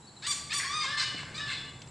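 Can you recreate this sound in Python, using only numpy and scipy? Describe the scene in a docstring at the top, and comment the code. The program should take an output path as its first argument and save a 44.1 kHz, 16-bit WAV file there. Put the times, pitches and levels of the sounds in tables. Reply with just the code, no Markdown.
"""Two hornbills squawk in a palm: bright arched yelps, a longer honk, hoarse caws and croaks.
Each call is a stack of harmonics coloured by a throat; roughness blurs them. The trees echo the birds.
A small bird chirps first in gliding whistles. A few knocks and ticks close by are short noise bursts.
Behind them, filtered noise makes the air and leaves, a high insect hiss, a distant engine rumble
and a broad band of low air that swells along with the engine."""
import sys
import numpy as np
from scipy import signal
from scipy.fft import rfft, irfft
from scipy.io import wavfile
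from scipy.ndimage import uniform_filter1d

SR = 44100
rng = np.random.default_rng(int(sys.argv[2]) if len(sys.argv) > 2 else 0)


def store_wav(level_fs):
    """Save 16-bit WAV to argv[1]."""
    pcm = np.round(np.clip(np.atleast_2d(level_fs), -1, 1) * 32767)
    wavfile.write(sys.argv[1], SR, pcm.T.astype(np.int16))


def gain_from_decibels(decibels):
    """Convert decibel values to linear amplitude factors."""
    exponent = np.asarray(decibels, float) / 20
    return 10 ** exponent


N = 83790  # length of the scene [samples], 1.9 s


def unit(x):
    """Scale to an rms of 1."""
    return x / np.sqrt(np.mean(np.abs(x) ** 2))


def at(table, hz):
    """Read a table of (frequency [Hz], value) on a log-frequency axis."""
    table_hz, values = np.array(table, float).T
    return np.interp(np.log(np.maximum(hz, 1)), np.log(table_hz), values)


def shaped(gain, n=N):
    """White noise filtered by a gain that is a function of frequency."""
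    spectrum = rfft(rng.standard_normal(n))
    return irfft(spectrum * gain(np.fft.rfftfreq(n, 1 / SR)), n)


def walk(hz, n=N):
    """Random wandering with an rms of 1, mostly slower than hz."""
    return unit(shaped(lambda f: 1 / (1 + (f / hz) ** 2) * (f > 0), n))


def noise_band(hz, width_hz):
    """Noise with a bell-shaped spectrum round hz and an rms of 1."""
    return unit(shaped(lambda f: np.exp(-((f - hz) / width_hz) ** 2)))


def air_and_leaves():
    """Broad noise whose middle wavers slightly, with a weaker independent side part; mid and side."""
    # spectrum of the air and leaves: (frequency [Hz], relative level [dB])
    air_colour = [(18, -39), (30, -25), (201, -2), (556, -16.5), (878, -9.5), (2300, -23.5), (4130, -22.5),
                  (5750, -26.5), (7790, -29.5), (10000, -29), (11500, -47), (16800, -85)]
    level_db, side_db, waver_db, waver_hz = -55.5, -9.5, 1.0, 14
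    mid = unit(shaped(lambda f: gain_from_decibels(at(air_colour, f))))
    mid = mid * gain_from_decibels(level_db + waver_db * walk(waver_hz))
    # the side part has less bass
    side = unit(shaped(lambda f: gain_from_decibels(at(air_colour, f)) * f / (f + 600)))
    return mid, side * gain_from_decibels(level_db + side_db)


def insects():
    """A band of high noise that flickers in level."""
    centre_hz, width_hz, level_db = 7530, 600, -61
    flicker_db, flicker_hz = 2.0, 37
    return noise_band(centre_hz, width_hz) * gain_from_decibels(level_db + flicker_db * walk(flicker_hz))


def engine_and_low_air():
    """Two narrow noise bands as engine rumble, plus a broad band of low air that swells along with it."""
    # two engine bands, then the low air: (centre [Hz], width [Hz], level before the swell [dB])
    low_bands = [(82, 18, -69.5), (133.6, 33, -62), (250, 500, -66.5)]
    # swell shared by the engine and the low air: (time [s], gain [dB])
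    swell_points = [(0, -3.5), (.45, 7.5), (1, 8), (1.4, 13), (1.9, 7.5)]
    low_noise = sum(gain_from_decibels(db) * noise_band(hz, width_hz) for hz, width_hz, db in low_bands)
    swell_db = np.interp(np.arange(N) / SR, *np.array(swell_points).T)
    return low_noise * gain_from_decibels(swell_db)


def grove(x):
    """Scattering off trunks and leaves: decaying noise, shorter in the treble; mid and side."""
    # time for the ringing to fall by 60 dB: (frequency [Hz], time [s])
    ringing_times = [(2000, 0.85), (5000, 0.68), (12000, 0.5)]
    mid_db, side_db, build_up_s = -3, -19, 0.005  # the side is relative to the mid
    t = np.arange(SR) / SR
    parts = []
    for echo_db, tilt_db in ((mid_db, 0.6), (mid_db + side_db, -3.0)):  # tilt per octave
        echo = np.zeros(SR)
        for hz in 350 * 2 ** np.arange(0, 5.6, 0.5):
            band = shaped(lambda f: np.exp(-(np.log2((f + 1) / hz) / 0.5) ** 2), SR)
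            decay_db = -60 * t / at(ringing_times, hz)
            echo += band * gain_from_decibels(decay_db + tilt_db * np.log2(hz / 1000))
        echo = echo * (1 - np.exp(-t / build_up_s))
        echo = echo / np.sqrt(np.sum(echo ** 2))
        parts.append(gain_from_decibels(echo_db) * signal.fftconvolve(x, echo)[:N])
    return parts


def knocks():
    """Short bursts of noise round one broad resonance, each dying away."""
    # knocks and ticks: (time [s], level before the decay [dB], resonance [Hz], time to fall 60 dB [s])
    knock_list = [(1.144, -35, 220, .06), (1.229, -38, 900, .04), (1.817, -37, 3800, .03),
                  (1.872, -46, 2800, .03)]
    out, n = np.zeros(N), 1024
    t = np.arange(n) / SR

    def resonance(f, hz):
        peak = 1 / np.sqrt(1 + (f / hz - hz / (f + 1)) ** 2)
        treble_cut = 1 + (f / 8000) ** 8
        bass_cut = 1 + (60 / (f + 1)) ** 4
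        return peak / treble_cut / bass_cut

    for start_s, db, hz, t60 in knock_list:
        burst = unit(shaped(lambda f: resonance(f, hz), n))
        burst = burst * gain_from_decibels(-60 * t / t60) * np.minimum(t / 0.003, 1)  # 3 ms fade-in
        out[int(start_s * SR):][:n] += gain_from_decibels(db) * burst
    return out


def small_bird():
    """Pure whistles whose pitch rises quickly and falls slowly."""
    # chirps: (start [s], length [s], start pitch [Hz], top before smoothing [Hz], end pitch [Hz], level [dB])
    chirp_list = [(0.015, 0.055, 3640, 4110, 3780, -61.5), (0.064, 0.044, 4100, 4550, 3770, -55),
                  (0.162, 0.021, 3620, 4230, 3720, -52)]
    out = np.zeros(N)
    for start_s, length_s, start_hz, top_hz, end_hz, db in chirp_list:
        n = int(length_s * SR)
        hz = np.interp(np.linspace(0, 1, n), [0, 0.35, 1], [start_hz, top_hz, end_hz])
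        hz = uniform_filter1d(hz, n // 4)
        whistle = np.sqrt(2) * np.sin(2 * np.pi * np.cumsum(hz) / SR)
        out[int(start_s * SR):][:n] += gain_from_decibels(db) * signal.windows.tukey(n, 0.5) * whistle
    return out


def voice(rows, throat, mouth_oct=None):
    """Harmonics of a vibrating membrane through the throat; roughness blurs them and can add lines between."""
    # rows: (time [s], pitch [Hz], level [dB], roughness 0-1, and with mouth_oct: mouth resonance [Hz])
    waver, jitter = 0.0037, 0.034  # pitch unsteadiness, as fractions: always, and at full roughness
    rasp_hz = 180  # how far roughness spreads each line
    half_db, mouth_db = 5, 14  # lines between harmonics at full roughness; boost at the mouth resonance
    flutter_db, flutter_hz, grain_db, grain_hz = 3.0, 45, 4.0, 220
    steady_below_hz = 3000  # lines below this flutter and rasp less
    rows = np.array(rows, float)
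    times = rows[:, 0]
    first, last = int(times[0] * SR), int(times[-1] * SR)
    t = np.arange(first, last) / SR

    def wander(rate_hz):
        return walk(rate_hz, 2 ** 14)[:len(t)]

    hz, db, rough = (np.interp(t, times, rows[:, column]) for column in (1, 2, 3))
    rough = np.clip(rough, 0, 1)
    hz = hz * (1 + waver * wander(56) + jitter * rough * wander(89))
    phase = 2 * np.pi * np.cumsum(hz) / SR
    sound, power = 0, 0
    # only high calls have lines halfway between the harmonics
    spacing = 0.5 if hz.mean() > 700 else 1
    for k in np.arange(1, 13500 / hz.mean(), spacing):
        line_hz = k * hz
        mouth = 0
        if mouth_oct:
            octaves_away = np.log2(line_hz / np.interp(t, times, rows[:, -1]))
            mouth = np.exp(-(octaves_away / mouth_oct) ** 2)
        gain = gain_from_decibels(at(throat, line_hz) + mouth_db * mouth)
        if k % 1 != 0:
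            gain = gain * rough * gain_from_decibels(half_db)
        loose = np.minimum((line_hz / steady_below_hz) ** 2 + rough, 1)
        # part of each line stays clean, the rest is blurred by noise
        rasp = (wander(rasp_hz) + 1j * wander(rasp_hz)) / np.sqrt(2)
        blur = np.sqrt(1 - rough * loose) + np.sqrt(rough * loose) * rasp
        line = np.real(blur * np.exp(1j * (k * phase + 2 * np.pi * rng.random())))
        sound = sound + gain * gain_from_decibels(flutter_db * loose * wander(flutter_hz)) * line
        power = power + gain ** 2 / 2
    # even out the throat's loudness, then follow the level curve
    grainy_db = db + grain_db * rough * wander(grain_hz)
    out = np.zeros(N)
    out[first:last] = sound / np.sqrt(power) * gain_from_decibels(grainy_db) * signal.windows.tukey(len(t), 0.2)
    return out


def croaks():
    """Hoarse croaks: rough voices with a broad mouth resonance."""
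    # croaks: (roughness 0-1, mouth resonance [Hz], rows of (time [s], pitch [Hz], level [dB]))
    croak_list = [(.27, 3800, [(.218, 720, -54), (.236, 835, -41), (.272, 1010, -35), (.285, 1030, -42)]),
                  (.2, 3400, [(.492, 1050, -48), (.511, 1230, -35), (.526, 1260, -46)]),
                  (.3, 3300, [(.516, 830, -42), (.524, 870, -35), (.536, 955, -35), (.55, 980, -50)]),
                  (0.41, 2190, [(.592, 779.5, -36), (.61, 790, -39), (.64, 877, -37.5), (.685, 1010, -53)]),
                  (0.21, 2970, [(.806, 1039, -55), (.82, 1081, -39), (.85, 1068, -36), (.878, 1007, -46)]),
                  (.5, 3900, [(.966, 1050, -45), (.984, 1070, -31), (1.0, 1020, -30), (1.038, 1070, -30.5),
                  (1.05, 1050, -44)]), (.55, 2800, [(1.168, 531, -49), (1.185, 549.7, -38),
                  (1.212, 571, -43), (1.23, 530, -52)]), (.7, 1500, [(1.25, 520, -50), (1.34, 532, -52)]),
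                  (.26, 3600, [(1.338, 1140, -50), (1.352, 1180, -41), (1.385, 1260, -39),
                  (1.43, 1290, -47)]), (0.47, 3120, [(1.47, 544.7, -42.5), (1.525, 526.2, -37.5),
                  (1.555, 515.6, -46), (1.575, 514, -56)])]
    # colour of the throat: (frequency [Hz], relative level [dB])
    croak_throat = [(550, -40), (1100, 3), (1700, 10), (2150, 7), (3300, -8.5), (4100, 1), (5000, -1.5),
                    (6000, -7.5), (7800, 0), (9200, -12.5), (11000, -43.5)]
    out = np.zeros(N)
    for rough, mouth_hz, points in croak_list:
        rows = [(*point, rough, mouth_hz) for point in points]
        out += voice(rows, croak_throat, mouth_oct=0.6)
    return out


def caws():
    """Low, slightly rough caws with a narrow, moving mouth resonance."""
    # the two caws: (time [s], pitch [Hz], level [dB], mouth resonance [Hz])
    first_caw = [(.845, 543.7, -43, 1670), (.865, 532.2, -36, 1782), (.91, 581.2, -36.5, 1890),
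                 (.97, 590.2, -37, 1776), (1.04, 590, -44, 2950), (1.07, 590, -42, 2950),
                 (1.15, 590, -43, 2950), (1.17, 590, -60, 2950)]
    second_caw = [(1.383, 575.4, -55, 1745), (1.395, 582, -37, 1745), (1.46, 580, -40, 1745),
                  (1.475, 580, -43, 3500), (1.52, 581, -42, 4070), (1.702, 582, -54, 2900)]
    # colour of the throat: (frequency [Hz], relative level [dB])
    caw_throat = [(590, -12.5), (1180, 5), (1770, 0.5), (2360, -11), (2950, 1), (3530, 2), (4120, 1),
                  (4700, -2), (5300, -3), (5900, -17), (9000, -18), (11000, -63)]
    rough = 0.16
    out = np.zeros(N)
    for points in (first_caw, second_caw):
        rows = [(s, hz, db, rough, mouth_hz) for s, hz, db, mouth_hz in points]
        out += voice(rows, caw_throat, mouth_oct=0.17)
    return out


def honk():
    """The second bird's longer honk: its harmonics fade towards the treble."""
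    # the honk: (time [s], pitch [Hz], level [dB], roughness 0-1)
    honk_rows = [(.64, 1044, -17, 0.42), (.66, 1085, -42.5, 0.07), (.735, 1197, -35.5, 0.12),
                 (.76, 1236, -33.5, 0.06), (.83, 1207, -34.5, 0.1), (.85, 1068, -37.5, 0.63),
                 (.872, 913, -37, 0.6)]
    # colour of the throat: (frequency [Hz], relative level [dB])
    honk_throat = [(800, -4.5), (1220, -4), (2450, -13.5), (3700, -9.5), (4900, -9.5), (6150, -14.5),
                   (7400, -25.5), (8600, -20.5), (10000, -43.5), (12000, -70)]
    return voice(honk_rows, honk_throat)


def yelps():
    """The near bird's two bright yelps: pitch arches up and down, with strong high harmonics."""
    # the two yelps: (time [s], pitch [Hz], level [dB], roughness 0-1)
    first_yelp = [(.262, 1033, -33, 0.42), (.276, 1162, -34.5, 0.26), (.29, 1168, -32.5, 0.01),
                  (.312, 1175, -30, 0.02), (.324, 1097, -32.5, 0.3), (.338, 983, -35.5, 0.4)]
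    second_yelp = [(.525, 1002, -40.5, 0.33), (.547, 1154, -32, 0.08), (.57, 1166, -32.5, 0.04),
                   (.589, 1145, -31.5, 0.08), (.6, 1053, -38, 0.34), (.612, 890, -42, 0.35)]
    # colour of the throat: (frequency [Hz], relative level [dB])
    yelp_throat = [(800, -34), (1170, -1), (2340, -6), (3500, -3), (4680, 1), (5850, -2.5), (7000, -0.5),
                   (8200, 0), (9300, -7), (10500, -29.5), (11700, -23), (12900, -33), (14000, -62)]
    return voice(first_yelp, yelp_throat) + voice(second_yelp, yelp_throat)


def hornbills():
    """All calls of the two birds added together."""
    return yelps() + honk() + caws() + croaks()


def scene():
    """Birds direct and scattered, with the knocks, slightly left, over the background."""
    birds = hornbills() + small_bird()
    echo, echo_side = grove(birds)
    air, air_side = air_and_leaves()
    background = air + insects() + engine_and_low_air()
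    left_over_right_db = 0.97
    pan = gain_from_decibels(np.array([[1], [-1]]) * left_over_right_db / 2)
    # the side signal is added on the left and subtracted on the right
    side = (air_side + echo_side) * np.array([[1], [-1]])
    return (birds + echo + knocks()) * pan + background + side


def low_pass(x):
    """Removes everything above the highest recorded frequency."""
    return signal.sosfilt(signal.butter(12, 13100, fs=SR, output="sos"), x)


def record(dry):
    """Turn the finished mix into the final sound."""
    return low_pass(dry)


dry = scene()
out = record(dry)
store_wav(out)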